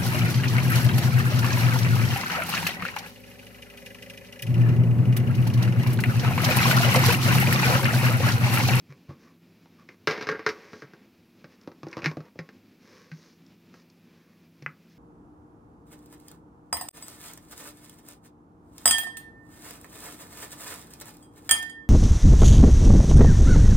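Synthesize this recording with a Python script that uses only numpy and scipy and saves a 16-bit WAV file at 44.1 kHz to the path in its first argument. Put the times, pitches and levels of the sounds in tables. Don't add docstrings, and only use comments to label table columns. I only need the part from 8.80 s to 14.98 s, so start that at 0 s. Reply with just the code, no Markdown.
import sys
import numpy as np
from scipy import signal
from scipy.fft import rfft, irfft
from scipy.io import wavfile

SR = 44100
rng = np.random.default_rng(int(sys.argv[2]) if len(sys.argv) > 2 else 0)


def int16_out(signal):
    q = np.round(np.clip(np.atleast_2d(signal).T, -1, 1) * 32767)
    wavfile.write(sys.argv[1], SR, q.astype(np.int16))


N = 272538
T = np.arange(16384) / SR
HZ = np.fft.rfftfreq(len(T), 1 / SR)

# f/Hz, level/dB
THUD_SPECTRUM = [(40, -37.5), (100, -6.5), (170, -2.5), (300, 0), (500, -3.5), (800, -18), (1500, -35.5),
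                 (4000, -56)]
# f/Hz, level/dB
SNAP_SPECTRUM = [(500, -35.5), (2500, 5.5), (3200, -4.5), (3950, 0.5), (4500, -0.5), (5200, 2),
                 (6200, -6.5), (7700, -25), (9500, -31), (11500, -24.5), (15500, -31.5)]
# f/Hz, level/dB
HISS_SPECTRUM = [(1500, -25), (3200, -8), (4100, -3), (5400, 0), (6200, -3), (7800, -21), (12000, -27)]


def amp(db):
    return 10 ** (np.asarray(db) / 20)


def unit_rms(x):
    return x / np.sqrt(np.mean(x ** 2) + 1e-20)


def read(points, hz):
    f, value = np.transpose(points)
    return np.interp(np.log(hz + 1), np.log(f + 1), value)


def gains(spectrum, hz=HZ):
    return amp(read(spectrum, hz))


def add(mix, s, sound):
    part = mix[max(round(s * SR), 0):][:len(sound)]
    part += sound[:len(part)]


def coloured(x, spectrum):
    return unit_rms(irfft(rfft(x) * gains(spectrum, np.fft.rfftfreq(N, 1 / SR)), N))


def drift(rate_hz):
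    low_pass = np.exp(-(np.fft.rfftfreq(N, 1 / SR) / rate_hz) ** 2)
    return unit_rms(irfft(rfft(rng.standard_normal(N)) * low_pass, N))


def click(parts, travel_s):
    power = sum((unit_rms(colour) * amp(db)) ** 2 for colour, db in parts) * SR / 100
    log_gain = np.log(power + 1e-12) / 2
    mirrored = np.r_[log_gain, log_gain[-2:0:-1]]
    log_minimum_phase = np.conj(signal.hilbert(mirrored))[:len(HZ)]
    phase_lag = 4 * np.pi * travel_s * np.sqrt(1000 * HZ)
    return irfft(np.exp(log_minimum_phase - 1j * phase_lag))


def ringing(x, ring_db, t60):
    taps = np.zeros(len(T))
    slots = np.arange(0, len(T), 8)
    taps[slots + rng.integers(0, 8, len(slots))] = rng.choice([-1., 1.], len(slots))
    taps *= amp(-60 * T / t60) * (1 - np.exp(-T / 0.00033))
    return x + amp(ring_db) * signal.fftconvolve(x, taps / np.linalg.norm(taps))[:len(T)]


def mode(hz, t60, rise_s):
    return np.sin(2 * np.pi * hz * T) * amp(-60 * T / t60) * (1 - np.exp(-T / rise_s))


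def shell(modes):
    out = np.zeros(len(T))
    for hz, db, t60 in modes:
        weight = amp(db + rng.normal(0, 1.3)) * rng.choice([-1, 1])
        out += weight * mode(hz * rng.uniform(1.0, 1.01), t60, rise_s=0.00033)
    return out


def crack_spectrum(hz, width_octaves, soft_ratio=1.24, soft_db=-6, edge_hz=2700):
    softening = amp(soft_db * (1 - 1 / (1 + (HZ / (soft_ratio * hz)) ** 10)))
    peak = 1 / (1 + (np.log2((HZ + 1) / hz) / width_octaves) ** 2)
    return softening * peak / np.sqrt(1 + (HZ / edge_hz) ** 20)


def background(air_db=-58.5, hum_hz=167.9, hum_db=-63.5, octave_db=-71, hiss_db=-74.5):
    # f/Hz, level/dB
    air_spectrum = [(25, -21), (60, -21.5), (100, -1), (130, -8.5), (180, 2), (240, 4), (300, -4),
                    (360, -5.5), (440, -10), (600, -16), (1100, -20.5), (2000, -21.5), (2450, -17.5),
                    (3000, -23.5), (5200, -25.5), (7500, -36.5), (10000, -67.5)]
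    # f/Hz, level/dB
    self_noise = [(3000, -7), (6500, -6), (8000, -6), (9600, -7), (11000, -1), (15500, 0)]
    air = amp(air_db + 1.4 * drift(rate_hz=12)) * coloured(rng.standard_normal(N), air_spectrum)
    phase = 2 * np.pi * np.cumsum(hum_hz * (1 + 0.0063 * drift(rate_hz=5.74))) / SR
    dip_db = -26.5 * np.exp(-((np.arange(N) / SR - 2.6) / 1.5) ** 8)
    fundamental = amp(hum_db + dip_db + 2 * drift(rate_hz=3.5)) * np.sin(phase)
    hum = np.sqrt(2) * (fundamental + amp(octave_db) * np.sin(2 * phase))
    return air + hum + amp(hiss_db) * coloured(rng.standard_normal(N), self_noise)


def stroke(length, rub_db, hiss_db, crackle, pitch_hz=None, squeak_db=9, half_width_hz=70):
    # f/Hz, level/dB
    rub_spectrum = [(200, -18), (450, 12), (750, -11), (1100, 3), (1350, -4), (1700, 1), (2400, -4),
                    (3000, -15.5), (6000, -40)]
    count = 32768
    t, hz = np.arange(count) / SR, np.fft.rfftfreq(count, 1 / SR)
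    smooth = rng.standard_normal(count)
    catches = unit_rms(rng.standard_normal(count) * (rng.random(count) < 150 / SR))
    grain = rfft(np.sqrt(1 - crackle) * smooth + np.sqrt(crackle) * catches)
    resonance = 1 + amp(squeak_db) / (1 + ((hz - pitch_hz) / half_width_hz) ** 2) if pitch_hz else 1
    rub = amp(rub_db) * unit_rms(irfft(grain * resonance * gains(rub_spectrum, hz)))
    hiss = amp(hiss_db) * unit_rms(irfft(grain * gains(HISS_SPECTRUM, hz)))
    return (rub + hiss) * np.sin(np.pi * np.minimum(t / length, 1))


def squeaks():
    # midpoint t/s, duration/s, level/dB, f/Hz
    slides = [(0.117, 0.063, -55, 2320), (.315, .075, -55.5, 1130), (0.479, .11, -60, 1160),
              (1.007, .06, -58, 1180), (1.117, 0.095, -60, 2150), (2.83, 0.099, -64.5, 1380),
              (3.103, .13, -58.5, 1450), (3.181, 0.2, -52.5, 990), (3.46, 0.087, -58, 880)]
    out = np.zeros(N)
    for s, length, db, hz in slides:
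        squeak = stroke(length, rub_db=0.5, hiss_db=-14, crackle=0.47, pitch_hz=hz)
        add(out, s - length / 2, amp(db) * squeak)
    return out


def booms(swell_s=0.017):
    # t/s, peak level/dB, f/Hz
    jolts = [(0.092, -40.5, 139), (0.284, -36.5, 141.5), (1.272, -36.5, 154.5), (1.489, -38, 152),
             (2.019, -44, 139), (3.034, -40, 151.6), (3.261, -23.5, 153.6), (3.373, -34, 154),
             (3.59, -36, 160), (4.316, -34.5, 158.3), (5.816, -42, 143), (5.865, -41.5, 152)]
    out = np.zeros(N)
    swell = (T / swell_s * np.exp(1 - T / swell_s)) ** 1.5
    for s, db, hz in jolts:
        add(out, s, amp(db) * swell * np.sin(2 * np.pi * hz * T))
    return out


def bump(s=0.288, db=-30.5, hz=92):
    out = np.zeros(N)
    add(out, s, amp(db) * mode(hz, t60=0.1, rise_s=0.011))
    return out


def pats(crack_db=-16, thud_db=-4.5, snap_db=-24, modes_db=-33, ring_db_per_octave=3):
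    # t/s, level/dB, crack f/Hz, relative thud level/dB
    impacts = [(.293, -46, 1130, 1), (.307, -44, 1100, 3), (.858, -46, 980, -15),
               (1.089, -35.5, 2060, -15.5), (2.135, -39.5, 1550, -8), (2.643, -36, 1700, -8),
               (2.875, -33.5, 1100, -1), (2.917, -41.5, 1120, -7), (3.032, -30.5, 1150, -8),
               (3.068, -36.5, 1090, 2), (3.129, -30, 2150, -18.5), (3.169, -25.5, 1050, -6),
               (3.179, -29, 1200, -8), (3.191, -33, 1500, -7), (3.22, -31.5, 2400, -14.5),
               (3.231, -34, 1600, -1.5), (3.243, -18.5, 2500, -25), (3.248, -20, 1800, -18.5),
               (3.259, -11, 2000, -20.5), (3.314, -30, 1170, -6), (3.37, -34, 1310, 3.5),
               (3.405, -39, 1460, -2), (3.557, -53, 980, 8.5), (3.59, -26.5, 1900, -8),
               (3.69, -37, 1600, -12), (4.316, -35, 1900, -22), (4.941, -40.5, 1400, -12.5),
               (5.823, -43, 2130, -6)]
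    # f/Hz, level/dB, T60/s
    jar_modes = [(648, -3.5, .16), (800, 7.5, 0.07), (1087, 1.5, 0.24), (1569, -12.5, 0.088),
                 (1960, 0, 0.11), (2050, -7, .12)]
    out = np.zeros(N)
    for s, strength, hz, thud in impacts:
        contact = click([(crack_spectrum(hz, width_octaves=0.55), crack_db),
                         (gains(THUD_SPECTRUM), thud + thud_db),
                         (gains(SNAP_SPECTRUM), snap_db)], travel_s=0.0008)
        wall = amp(modes_db) * (1 + amp(thud)) * shell(jar_modes)
        ring_db = -2 + ring_db_per_octave * np.log2(hz / 1000)
        add(out, s, amp(strength) * (ringing(contact, ring_db, t60=0.06) + wall))
    return out


def brushes():
    # midpoint t/s, duration/s, hiss level/dB, rub level/dB
    slides = [(0.429, 0.11, -68.5, -63.5), (1.834, 0.32, -65.5, -54), (1.971, 0.19, -61.5, -60),
              (2.725, 0.097, -70, -62.5), (4.157, 0.37, -64, -58), (4.429, 0.34, -64, -64.5),
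              (4.978, .13, -67, -65), (5.448, 0.46, -79, -68), (6.117, 0.065, -70, -73)]
    out = np.zeros(N)
    for s, length, hiss_db, rub_db in slides:
        add(out, s - length / 2, stroke(length, rub_db, hiss_db, crackle=0.21))
    return out


def bowl_clatter(crack_db=-15, thud_db=-36, snap_db=-6.5, modes_db=-21, swing_db=-0.5, swing_hz=435.8):
    # t/s, level/dB, relative snap level/dB
    knocks = [(1.273, -9, -14), (1.31, -22, -8.5), (1.378, -28.5, -16), (1.411, -25, -14),
              (1.425, -29.5, -8.5), (1.47, -24, -14), (1.489, -12.5, -20.5), (1.515, -27.5, -13.5),
              (1.524, -23, -40), (1.548, -26.5, -36), (1.593, -27.5, -23.5), (1.664, -10.5, -17.5),
              (1.69, -23.5, -8), (1.932, -33, -18.5), (2.021, -33, -19)]
    # f/Hz, level/dB
    bowl_crack = [(100, -45.5), (500, 3), (750, -5), (1200, 7), (1650, 5.5), (2150, 2), (2650, -12),
                  (3100, -15), (6000, -56)]
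    # f/Hz, level/dB, T60/s
    bowl_modes = [(735, -11.5, 0.22), (962, -11, 0.25), (1355, -17, 0.12), (1593, 5, 0.13),
                  (1840, -1.5, 0.13), (2033, -11.5, 0.2), (2180, -4, 0.091), (2070, -13.5, 0.22),
                  (3920, -16, 0.097)]
    thud_growth, swing_growth = 0.36, 0.88
    out = np.zeros(N)
    for s, strength, snap in knocks:
        contact = click([(gains(bowl_crack), strength + crack_db),
                         (gains(THUD_SPECTRUM), thud_growth * strength + thud_db),
                         (gains(SNAP_SPECTRUM), strength + snap + snap_db)], travel_s=0.000896)
        add(out, s, amp(-1) * ringing(contact, ring_db=3, t60=0.085))
        add(out, s, amp(strength + modes_db) * shell(bowl_modes))
        swing = mode(swing_hz * rng.uniform(0.96, 1.04), t60=0.075, rise_s=0.012)
        add(out, s, amp(swing_growth * strength + swing_db) * swing)
    return out


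def rummaging(start_s=1.3, end_s=2.25, slips_per_s=700):
    # f/Hz, level/dB
    slide_spectrum = [(40, -52.5), (100, -20), (330, -2), (440, 0.5), (600, -3.5), (1000, -6), (1300, -8),
                      (1650, -5), (2200, -2), (3000, -15.5), (5300, -16.5), (8000, -50.5), (15000, -50.5)]
    t = np.arange(0, end_s - start_s, 1 / SR)
    plunge = amp(-33.5 - 171.5 * t)
    search = amp(-44 - 24.5 * t)
    sizes = amp(0.5 * np.minimum(rng.exponential(1, N), 4)) * rng.choice([-1., 1.], N)
    slips = unit_rms(sizes * (rng.random(N) < slips_per_s / SR))
    friction = coloured(slips + rng.standard_normal(N), slide_spectrum)
    out = np.zeros(N)
    add(out, start_s, (plunge + search) * friction[:len(t)])
    return out


def ticks(db=-13):
    # t/s, level/dB
    releases = [(2.813, -55.5), (2.8345, -60), (3.0847, -49), (3.1133, -48.5), (4.6645, -55), (5.0998, -56),
                (5.824, -51.5)]
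    out = np.zeros(N)
    tick = click([(gains(HISS_SPECTRUM), db)], travel_s=0.00107)
    for s, strength in releases:
        add(out, s, amp(strength) * ringing(tick, ring_db=3, t60=0.02))
    return out


def dry_knock(s=5.862, hz=1960, crack_db=-30, thud_db=-44, snap_db=-59):
    out = np.zeros(N)
    contact = click([(crack_spectrum(hz, width_octaves=0.52), crack_db),
                     (gains(THUD_SPECTRUM), thud_db),
                     (gains(SNAP_SPECTRUM), snap_db)], travel_s=0.0007)
    add(out, s, ringing(contact, ring_db=-4.5, t60=0.031))
    return out


def room(x, wet_db, delay_s=0.004):
    # f/Hz, T60/s
    decay_times = [(120, 0.17), (450, 0.32), (2000, 0.15), (5000, 0.14), (14000, 0.45)]
    hz, t, noise = signal.stft(rng.standard_normal(len(T)), SR, nperseg=256)
    decay = amp(-60 * t / read(decay_times, hz)[:, None])
    tail = signal.istft(noise * decay, SR, nperseg=256)[1]
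    tail = np.r_[np.zeros(round(delay_s * SR)), tail / np.linalg.norm(tail)]
    return x + amp(wet_db) * signal.fftconvolve(x, tail)[:N]


def widened(x):
    # f/Hz, side-to-mid level/dB
    width = [(150, -45), (2000, -37), (4500, -23), (8000, -9)]
    hz, _, mid = signal.stft(x, SR, nperseg=256)
    noise = signal.stft(rng.standard_normal(N), SR, nperseg=256)[2]
    noise /= np.sqrt(np.mean(abs(noise) ** 2))
    side = signal.istft(abs(mid) * noise * gains(width, hz)[:, None], SR, nperseg=256)[1][:N]
    return np.array([x + side, x - side])


def scene():
    handling = bowl_clatter() + pats() + dry_knock() + ticks() + rummaging() + squeaks() + brushes()
    return widened(room(handling, wet_db=-7.5) + booms() + bump() + background())


def record(dry):
    low_pass = signal.firwin(511, 15900, window=("kaiser", 9), fs=SR)
    return signal.oaconvolve(dry, low_pass[None], "same")


dry = scene()
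out = record(dry)
int16_out(out)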